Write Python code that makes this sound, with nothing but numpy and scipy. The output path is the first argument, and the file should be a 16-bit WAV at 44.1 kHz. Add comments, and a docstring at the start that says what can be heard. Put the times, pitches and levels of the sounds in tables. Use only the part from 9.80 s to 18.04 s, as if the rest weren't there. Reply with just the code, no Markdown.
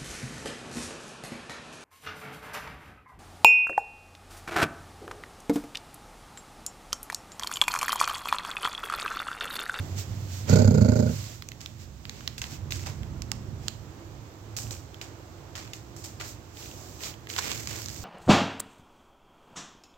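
"""A small dog growls once over its dry biscuits, then eats them from a plastic tray and a plate, close up.
Slack throat tissue flaps to make the growl, with a closed-mouth grumble either side of it. Teeth click,
jaws knock and biscuits crack and crumble, with a short echo off the tiled floor and walls. Air hisses
through the nose, and the coat brushes past the hand-held microphone. Underneath lies a bed of room
noise, low hum and rumble."""
import sys
import numpy as np
from scipy import signal
from scipy.fft import rfft, irfft
from scipy.io import wavfile
from scipy.ndimage import uniform_filter1d

SR = 44100
rng = np.random.default_rng(int(sys.argv[2]) if len(sys.argv) > 2 else 0)


def persist_wave(psi):
    """Save psi, clipped to +-1, as 16-bit WAV."""
    counts = np.round(np.clip(psi, -1, 1) * 32767).astype(np.int16)
    wavfile.write(sys.argv[1], SR, np.atleast_2d(counts).T)


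N = 363384
TIME = np.arange(N) / SR
FREQ = np.maximum(np.arange(N // 2 + 1) * SR / N, 1)

# the growl's contour: t/s, flap rate/Hz, effort/dB
GROWL = [(.675, 33, -54), (.695, 30, -18), (.735, 32.5, -13.5), (.85, 34.5, -16.5), (.92, 30.3, -18),
         (1.12, 26.6, -16.5), (1.27, 31.5, -21), (1.33, 23, -26.5), (1.41, 21, -61)]
# the lips draw back: t/s of the widest, half length/s, opening/dB
SNARLS = [(0.697, 0.012, 18.5), (0.774, 0.038, 10.5), (0.966, 0.032, 2.5), (1.179, 0.018, 9)]
# resonances of chest, throat, mouth, nose and the grumble's rasp: f/Hz, width/Hz, level/dB
CHEST_MODES = [(104, 54.4, -6.5), (154.6, 10.3, -4)]
THROAT_MODES = [(200.6, 37, 0.21), (236.7, 60, -1.2)]
MOUTH_MODES = [(443, 230, -20.5), (513, 156, -21.5), (610.6, 34, -16.5), (770, 550, -36), (1444, 240, -33),
               (2106, 960, -46.5)]
NOSE_MODES = [(4650, 1760, -3), (6830, 1800, -1), (12200, 2500, -12)]
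RASP_MODES = [(100.5, 66, 2.0), (154, 184, -10), (257, 270, -22.5)]
# envelope of the closed-mouth grumble: t/s, level/dB
GRUMBLE_LEVEL = [(0, -26.5), (.08, -37.5), (.186, -31), (.255, -43), (.3, -32.5), (.48, -35.5),
                 (.66, -35.5), (1.38, -33), (1.56, -52.5)]
# biscuits breaking: t/s, crack level/dB, crack f/Hz, crumble level/dB, crumble t60/s
BITES = [(1.804, -41, 3450, -38, 0.49), (2.5802, -24, 4630, -30, 0.11), (2.617, -18.5, 3100, -30.5, 0.42),
         (2.9069, -27, 3900, -28.5, 0.7), (3.059, -39, 2330, -26.5, 0.21), (4.7658, -21, 7460, -24, 0.42),
         (4.9082, -23.5, 6200, -29, 0.31), (5.2137, -25, 2690, -33, 0.27), (5.7534, -27.5, 2577, -31, 0.49),
         (5.934, -24.5, 3980, -34, 0.27), (6.164, -32, 7450, -38, 0.78), (6.239, -36, 5800, -28.5, 0.27),
         (6.399, -32, 2280, -30, 0.42), (7.5631, -20, 2190, -30, .03), (7.5792, -28, 2600, -21, 0.037),
         (7.5867, -15.5, 3100, -15.5, 0.041), (7.7158, -18, 4220, -33, .03)]
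# teeth and biscuits clicking: t/s, level/dB, f/Hz
CLICKS = [(1.6227, -27, 3790), (1.6876, -25, 6760), (1.718, -28, 3090), (1.8602, -24, 3940),
          (2.2533, -28, 3430), (2.2952, -23, 6030), (2.4074, -34, 1740), (2.4763, -15, 4450),
          (2.6409, -24, 3690), (2.9218, -18, 3750), (3.2321, -34, 2310), (3.4201, -24, 6360),
          (3.5169, -15, 6890), (3.8821, -15, 5390), (4.7865, -23, 7440), (5.1437, -33, 2910),
          (6.4113, -24, 1950), (7.236, -25, 3470), (7.4709, -31, 2150), (7.5004, -25, 3760),
          (7.873, -20, 6190), (8.0182, -26, 7220), (8.0596, -23, 6500), (8.0845, -25, 5470)]
# dull knocks of the jaws: t/s, level/dB, f/Hz
KNOCKS = [(3.073, -39, 630), (3.519, -38, 950), (4.915, -37.5, 545), (7.586, -25.5, 1040)]
# spells of stray ticks: start/s, end/s, level/dB, f/Hz
TICK_SPELLS = [(1.801, 1.85, -36, 4240), (2.899, 3.099, -38, 2200), (4.851, 4.999, -39, 2600),
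               (5.768, 5.9, -40, 2200), (6.745, 6.9, -36, 2434), (7.203, 7.304, -34, 2530),
               (7.509, 7.704, -30.5, 2380), (7.749, 8.2, -32, 6500)]
# where the muzzle sits in the stereo image: t/s, left minus right/dB
MUZZLE_PAN = [(2.3, -6), (3.0, -5), (3.7, -17), (4.8, -5.5), (7.2, -2.5), (7.6, -6)]
# sniffs and puffs: t/s of the peak, level/dB, swell/s, tilt/(dB per octave)
SNIFFS = [(.192, -33, 0.017, 6), (.55, -39.5, 0.042, 5.5), (.71, -30.5, 0.024, 0.5),
          (.79, -30.5, .03, -1.5), (1.37, -39, 0.083, 5), (2.015, -47, 0.02, 4), (2.38, -47, 0.084, 2),
          (2.725, -39.5, 0.021, 3.5), (3.869, -48, 0.04, 3), (6.473, -38.5, 0.028, 10),
          (6.82, -40, 0.044, 6), (7.0, -44.5, 0.14, 8.5), (7.25, -32.5, 0.028, 4.5)]
# how firmly the coat brushes past: t/s, level/dB
COAT_TOUCH = [(7.49, -39), (7.57, -38), (7.595, -36), (7.69, -33), (7.85, -42), (7.93, -36), (8.04, -41.5),
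              (8.24, -45.5)]
# tone of crumbs, nostril air, and the coat's body and sheen: f/Hz, level/dB
CRUMB_EQ = [(150, -19), (400, 33), (1000, 24), (2300, 16), (3500, 8), (5000, 7.5), (7200, 3.5),
            (16000, -8.5)]
SNIFF_EQ = [(200, 18), (600, 8.5), (1500, 2), (2400, 3.5), (3400, 0), (5000, 1), (7200, -1), (16000, -8.5)]
COAT_BODY_EQ = [(150, -2), (380, 2.5), (800, -4.5), (1300, -2.5), (2300, 1.5), (3500, -5.5),
                (6000, -19), (16000, -34)]
COAT_SHEEN_EQ = [(1000, -36), (3000, 6), (4500, 21), (7200, 25.5), (16000, 18)]
# envelope of the room noise: t/s, level/dB
ROOM_LEVEL = [(0, -42), (.6, -52.5), (2.35, -53.5), (2.7, -46.5), (5.1, -45.5), (6.7, -47), (8.24, -45.5)]
# envelope of the rumble, strongest as the microphone swings over to the plate: t/s, level/dB
RUMBLE_LEVEL = [(1.55, -47), (2.05, -42.5), (2.4, -46.5), (2.6, -40), (3.8, -33.5), (4.0, -41),
                (4.6, -47.5), (4.9, -39.5), (5.15, -51.5), (6.5, -43), (6.72, -49.5), (7.9, -42)]
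# resonances of the rumble: f/Hz, width/Hz, level/dB
RUMBLE_MODES = [(41.6, 39, -8.5), (66.4, 20, -1), (89.6, 12.4, 2.5), (109.7, 22, 2), (137.6, 39.5, -3),
                (202.7, 156, -11.5)]
# partials of the hum: f/Hz, level/dB
HUM_PARTIALS = [(110, -59.5), (329, -61)]
# tone of the room noise, the hiss and the microphone: f/Hz, level/dB
ROOM_EQ = [(25, -9), (45, -2), (100, 13), (190, -8), (320, 3.5), (450, -3), (700, -4), (1100, -7.5),
           (2000, -15.5), (4000, -21), (16000, -37)]
HISS_EQ = [(500, -1.5), (2000, -6), (4000, -6), (7000, -3.5), (16000, -9)]
MICROPHONE_EQ = [(20, -25), (45, -0.5), (65, 0), (7400, -3), (8400, -10.5), (9700, -24), (12000, -9.5),
                 (16000, -7)]

CLICK_T60_S, BITE_T60_S = .006, .012  # a tooth taps more briefly than a biscuit breaks


def growl(throat_db=-6, mouth_db=-10, nose_db=-24, sag_db_per_s=7, lag_s=.00041):
    """Slack throat tissue flaps unevenly, thumping the chest and puffing through throat, mouth and nose."""
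    jitter, scatter_db, flutter_db = .03, 1.1, 2.2
    open_share, leak = .5, .27
    onset_s = GROWL[1][0]
    flap_hz, effort_db = curves(GROWL)
    opening_db = sum(db * swell(TIME - s, width) for s, width, db in SNARLS)
    cycles = np.cumsum(flap_hz * (1 + jitter * drift(30)) * (TIME > onset_s)) / SR
    flap = np.ceil(cycles).astype(int)
    strength = undb(scatter_db * rng.standard_normal(1024))[flap]
    # soft tissue closes over about a millisecond
    thumps = uniform_filter1d(unit(np.diff(flap, prepend=0) * strength), size=44)
    # the gap snaps open, flutters wetly and closes again within each cycle
    gap = np.exp(-(cycles % 1 / open_share) ** 3) + leak
    puff = unit(strength * gap * undb(flutter_db * drift(200)))
    spittle = grains(N, rate_hz=7000, spread_db=2.5)
    chest = resonate(thumps + .45 * puff * diffuse_noise(), CHEST_MODES) * pan(-6)
    throat = resonate(thumps + 1.1 * puff * diffuse_noise(), THROAT_MODES) * pan(-6.5)
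    mouth = resonate(thumps + 2.2 * puff * diffuse_noise(), MOUTH_MODES) * pan(-8.5)
    nose = resonate(puff * spittle, NOSE_MODES) * pan(-15)
    # the chest tone sags as the lungs empty
    chest *= undb(-sag_db_per_s * np.maximum(TIME - onset_s, 0))
    # open lips let out more air and mouth tone and take pressure off the chest
    mouth *= undb(mouth_db + .55 * opening_db)
    nose *= undb(nose_db + opening_db)
    voice = chest + undb(throat_db) * throat + mouth + nose
    left, right = voice * undb(effort_db - .31 * opening_db) * gate(GROWL)
    return np.array([np.interp(TIME - lag_s, TIME, left), right])  # reaches the left a little later


def grumble(pitch_hz=96, waver=.045, roughness=.72, air_db=-46):
    """The chest rumbles softly and unsteadily with the mouth shut; the air leaves through the nose."""
    tone = sine(pitch_hz * (1 + waver * drift(29.3)))
    rasp = resonate(diffuse_noise(), RASP_MODES)
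    air = equalise(diffuse_noise(), HISS_EQ) * undb(air_db) * pan(-10)
    level_db, = curves(GRUMBLE_LEVEL)
    chest = unit(tone + roughness * rasp) * undb(level_db) * pan(-4)
    return (chest + air) * gate(GRUMBLE_LEVEL)


def bites(crumble_db=-4, rise_s=.0038, size=22050):
    """A biscuit cracks, then gives way in a dying shower of tiny fractures."""
    out, t = np.zeros((2, N)), np.arange(size) / SR
    for s, crack_db, hz, db, t60 in BITES:
        envelope = np.minimum(t / rise_s, 1) * decay(np.maximum(t - rise_s, 0), t60)
        tilt_db = 10.5 + 5 * np.log2(hz / 4000)  # a brighter crack leaves brighter crumbs
        crumbs = tilted(grains(size, rate_hz=7000, spread_db=2.6), CRUMB_EQ, tilt_db)
        add(out, s, crack(crack_db, hz, BITE_T60_S, width=2.3, body_db=-6) * muzzle_pan(s, hz))
        add(out, s, crumbs * envelope * undb(db + crumble_db) * muzzle_pan(s, hz))
    return out


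def crack(db, hz, t60, width, body_db, size=4096):
    """A broad snap: a brief burst of fracture rings a wide resonance and trails a faint rattle."""
    trim_db, snap_db, rattle_db, rattle_t60_s, lag_s = -6.3, -9, -24, .045, .0003
    t, freq = np.arange(size) / SR, frequencies(size)
    envelope = decay(t, t60) + undb(rattle_db) * decay(t, rattle_t60_s)
    shared, left, right = rng.standard_normal((3, size)) * envelope
    burst = np.array([shared + left, np.interp(t - lag_s, t, shared + right, left=0)])
    ring = resonances([(hz, width * hz, 0), (1800, 4500, body_db)], freq)
    snap = shape(burst, ring + undb(snap_db) * freq / (freq + 700))
    snap /= np.sqrt(np.sum(snap ** 2, axis=1, keepdims=True) / (.004 * SR))  # energy of 4 ms at rms 1
    return snap * undb(db + trim_db)


def clicks():
    """Teeth tap on biscuits and biscuits on the dish."""
    out = np.zeros((2, N))
    for s, db, hz in CLICKS:
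        add(out, s, crack(db, hz, CLICK_T60_S, width=1.2, body_db=-6) * muzzle_pan(s, hz))
    return out


def jaw_knocks(attack_s=.00052, t60=.036, width=.73, size=4096):
    """The jaws close on a biscuit and the mouth rings briefly."""
    out, t = np.zeros((2, N)), np.arange(size) / SR
    envelope = np.minimum(t / attack_s, 1) * decay(t, t60)
    for s, db, hz in KNOCKS:
        ring = resonate(rng.standard_normal(size), [(hz, width * hz, 0)])
        add(out, s, ring * envelope * undb(db) * pan(-5))
    return out


def stray_ticks(rate_hz=20, scatter_db=4, scatter_octaves=.4):
    """Faint ticks fall at uneven moments, each with its own weight and colour."""
    out = np.zeros((2, N))
    for start, end, db, hz in TICK_SPELLS:
        for s in np.arange(start, end, 1 / rate_hz):
            strength, pitch = rng.uniform(-.58, 1, 2)
            tick_hz = hz * 2 ** (scatter_octaves * pitch)
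            tick = crack(db + scatter_db * strength, tick_hz, CLICK_T60_S, width=1, body_db=-12)
            onset_s = min(s + rng.random() / rate_hz, TIME[-1])
            add(out, onset_s, tick * muzzle_pan(s, hz))
    return out


def sniffs(trim_db=1, size=32768):
    """Air hisses through the nostrils, fading more slowly than it swells."""
    out = np.zeros((2, N))
    for s, db, swell_s, tilt_db in SNIFFS:
        start = max(s - np.pi * swell_s, 0)
        envelope = swell(start - s + np.arange(size) / SR, swell_s, fade=1.64)
        air = tilted(grains(size, rate_hz=20000, spread_db=1.2), SNIFF_EQ, tilt_db)
        add(out, start, air * envelope * undb(db + trim_db))
    return out * pan(-6)


def coat_rustle(firm_tilt_db=-4.5, brightening=.65, patchiness_db=1.6):
    """Hairs catch and slip in patches; a lighter touch sounds brighter."""
    touch_db, = curves(COAT_TOUCH)
    tilt_db = firm_tilt_db + brightening * (touch_db.max() - touch_db)
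    slips = grains(N, rate_hz=9000, spread_db=2.1) * undb(patchiness_db * drift(130))
    body = .52 * equalise(slips, COAT_BODY_EQ) * undb(-tilt_db)
    sheen = 1.48 * equalise(slips, COAT_SHEEN_EQ) * undb(tilt_db / 2)
    return (body + sheen) * undb(touch_db) * gate(COAT_TOUCH) * pan(-7)


def tile_echo(x, wet_db=-15, t60=.37, predelay_s=.004, size=13230):
    """Tiles and walls add a short, faint tail to a sound."""
    t = np.arange(size) / SR
    response = rng.standard_normal((2, size)) * decay(t, t60) * (t > predelay_s)
    response /= np.sqrt(np.sum(response ** 2, axis=1, keepdims=True))
    return x + undb(wet_db) * signal.fftconvolve(x, response, axes=1)[:, :N]


def room_tone(flicker_db=1, hiss_db=-53, rumble_trim_db=-2, surge_db=3, hum_waver=.01335):
    """The bed: flickering room noise, faint hiss, a surging low rumble and a wavering hum."""
    noise_db, = curves(ROOM_LEVEL)
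    rumble_db, = curves(RUMBLE_LEVEL)
    noise = equalise(diffuse_noise(), ROOM_EQ) * undb(noise_db + flicker_db * drift(7.5))
    hiss = equalise(diffuse_noise(), HISS_EQ) * undb(hiss_db)
    rumble = resonate(diffuse_noise(), RUMBLE_MODES)
    rumble *= undb(rumble_db + rumble_trim_db + surge_db * np.tanh(drift(9)))
    hum = np.zeros(N)
    for hz, db in HUM_PARTIALS:
        amplitude = np.sqrt(2) * undb(db + 2 * drift(3.2))
        hum += amplitude * sine(hz * (1 + hum_waver * drift(12)))
    hum *= undb(noise_db - noise_db.mean())  # swells with the room noise
    return noise * pan(-5) + hiss * pan(-8.5) + (rumble + hum) * pan(-8)


def undb(db):
    """Decibels to gain."""
    return 10 ** (np.asarray(db) / 20)


def unit(x):
    """Scale to rms 1."""
    return x / np.sqrt(np.mean(x ** 2) + 1e-30)


def curves(table):
    """A table's columns as automation curves over time."""
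    s, *columns = np.transpose(table)
    return [np.interp(TIME, s, column) for column in columns]


def gate(table, edge_s=.0042):
    """Open from a table's first time to its last, with soft edges."""
    return np.clip(np.minimum(TIME - table[0][0], table[-1][0] - TIME) / edge_s + 1, 0, 1)


def swell(t, width, fade=1):
    """A smooth rise to 1 at t = 0 and a fall that is fade times as long."""
    return np.exp(-.5 * (t / np.where(t < 0, width, width * fade)) ** 2)


def decay(t, t60):
    """A fall of 60 dB every t60 seconds."""
    return undb(-60 * t / t60)


def drift(rate_hz):
    """Smooth random modulation with a spread near 1."""
    hold = int(SR / rate_hz)
    steps = np.repeat(rng.standard_normal(N // hold + 1), hold)
    return 1.25 * uniform_filter1d(uniform_filter1d(steps, hold), hold)[:N]


def sine(hz):
    """A sine that follows a pitch curve."""
    return np.sin(2 * np.pi * np.cumsum(hz) / SR)


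def diffuse_noise(crossover_hz=620):
    """Stereo noise, nearly mono in the bass and wide in the treble."""
    likeness = .94 / (1 + (FREQ / crossover_hz) ** 3)
    mid, side = shape(rng.standard_normal((2, N)), np.sqrt([1 + likeness, 1 - likeness]))
    return unit(np.array([mid + side, mid - side]))


def grains(n, rate_hz, spread_db):
    """Stereo crackle: tiny impulses of unequal size at random moments."""
    strength = undb(spread_db * np.minimum(rng.exponential(size=n), 4))
    fires = rng.random(n) < rate_hz / SR
    return unit(strength * fires * rng.standard_normal((2, n)))


def frequencies(n):
    """The frequency axis for n samples, floored at 1 Hz."""
    return np.maximum(np.fft.rfftfreq(n, 1 / SR), 1)


def shape(x, response):
    """Filter by a frequency response."""
    return irfft(rfft(x) * response, x.shape[-1])


def eq_gain(points, freq=FREQ):
    """Gain of an EQ curve through (f/Hz, level/dB) points."""
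    hz, db = np.transpose(points)
    return undb(np.interp(np.log(freq), np.log(hz), db))


def equalise(x, points):
    """Colour a full-length sound with an EQ curve, at rms 1."""
    return unit(shape(x, eq_gain(points)))


def tilted(x, points, tilt_db):
    """EQ a short sound and lean it about 4 kHz by tilt_db per octave up to 8 kHz, at rms 1."""
    freq = frequencies(x.shape[1])
    octaves = np.log2(np.minimum(freq, 8000) / 4000)
    return unit(shape(x, eq_gain(points, freq) * undb(tilt_db * octaves)))


def resonances(modes, freq):
    """Causal response of steep resonances whose powers add."""
    power = sum(undb(2 * db) / (1 + ((freq ** 2 - hz ** 2) / (freq * width)) ** 2) ** 3
                for hz, width, db in modes)
    # minimum phase, so the ring follows the hit
    cepstrum = irfft(np.log(power + 1e-12))
    cepstrum[0] /= 2
    cepstrum[len(freq) - 1:] = 0
    return np.exp(rfft(cepstrum))


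def resonate(x, modes):
    """Ring a set of resonances with a sound, at rms 1."""
    return unit(shape(x, resonances(modes, frequencies(x.shape[-1]))))


def pan(db):
    """Stereo gains for a left minus right level difference."""
    gains = undb(np.array([[db], [-db]]) / 2)
    return gains / gains.mean()


def muzzle_pan(s, hz, db_per_octave=.5):
    """Stereo gains that follow the muzzle; brighter cracks sit further right."""
    return pan(np.interp(s, *np.transpose(MUZZLE_PAN)) - db_per_octave * np.log2(hz / 4000))


def add(out, s, sound):
    """Mix a sound in at s seconds."""
    i = int(s * SR)
    out[:, i:i + sound.shape[1]] += sound[:, :N - i]


def scene():
    """The dog up front and the room behind; only the eating feeds the echo."""
    voice = growl() + grumble()
    eating = clicks() + stray_ticks() + jaw_knocks() + bites()
    return voice + tile_echo(eating) + sniffs() + coat_rustle() + room_tone()


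def record(dry, top_hz=15900):
    """The microphone's ports leave a dip near 10 kHz; the deepest bass and the top are cut."""
    high_cut = signal.ellip(10, .2, 70, top_hz, fs=SR, output="sos")
    return signal.sosfilt(high_cut, shape(dry, eq_gain(MICROPHONE_EQ)))


dry = scene()
out = record(dry)
persist_wave(out)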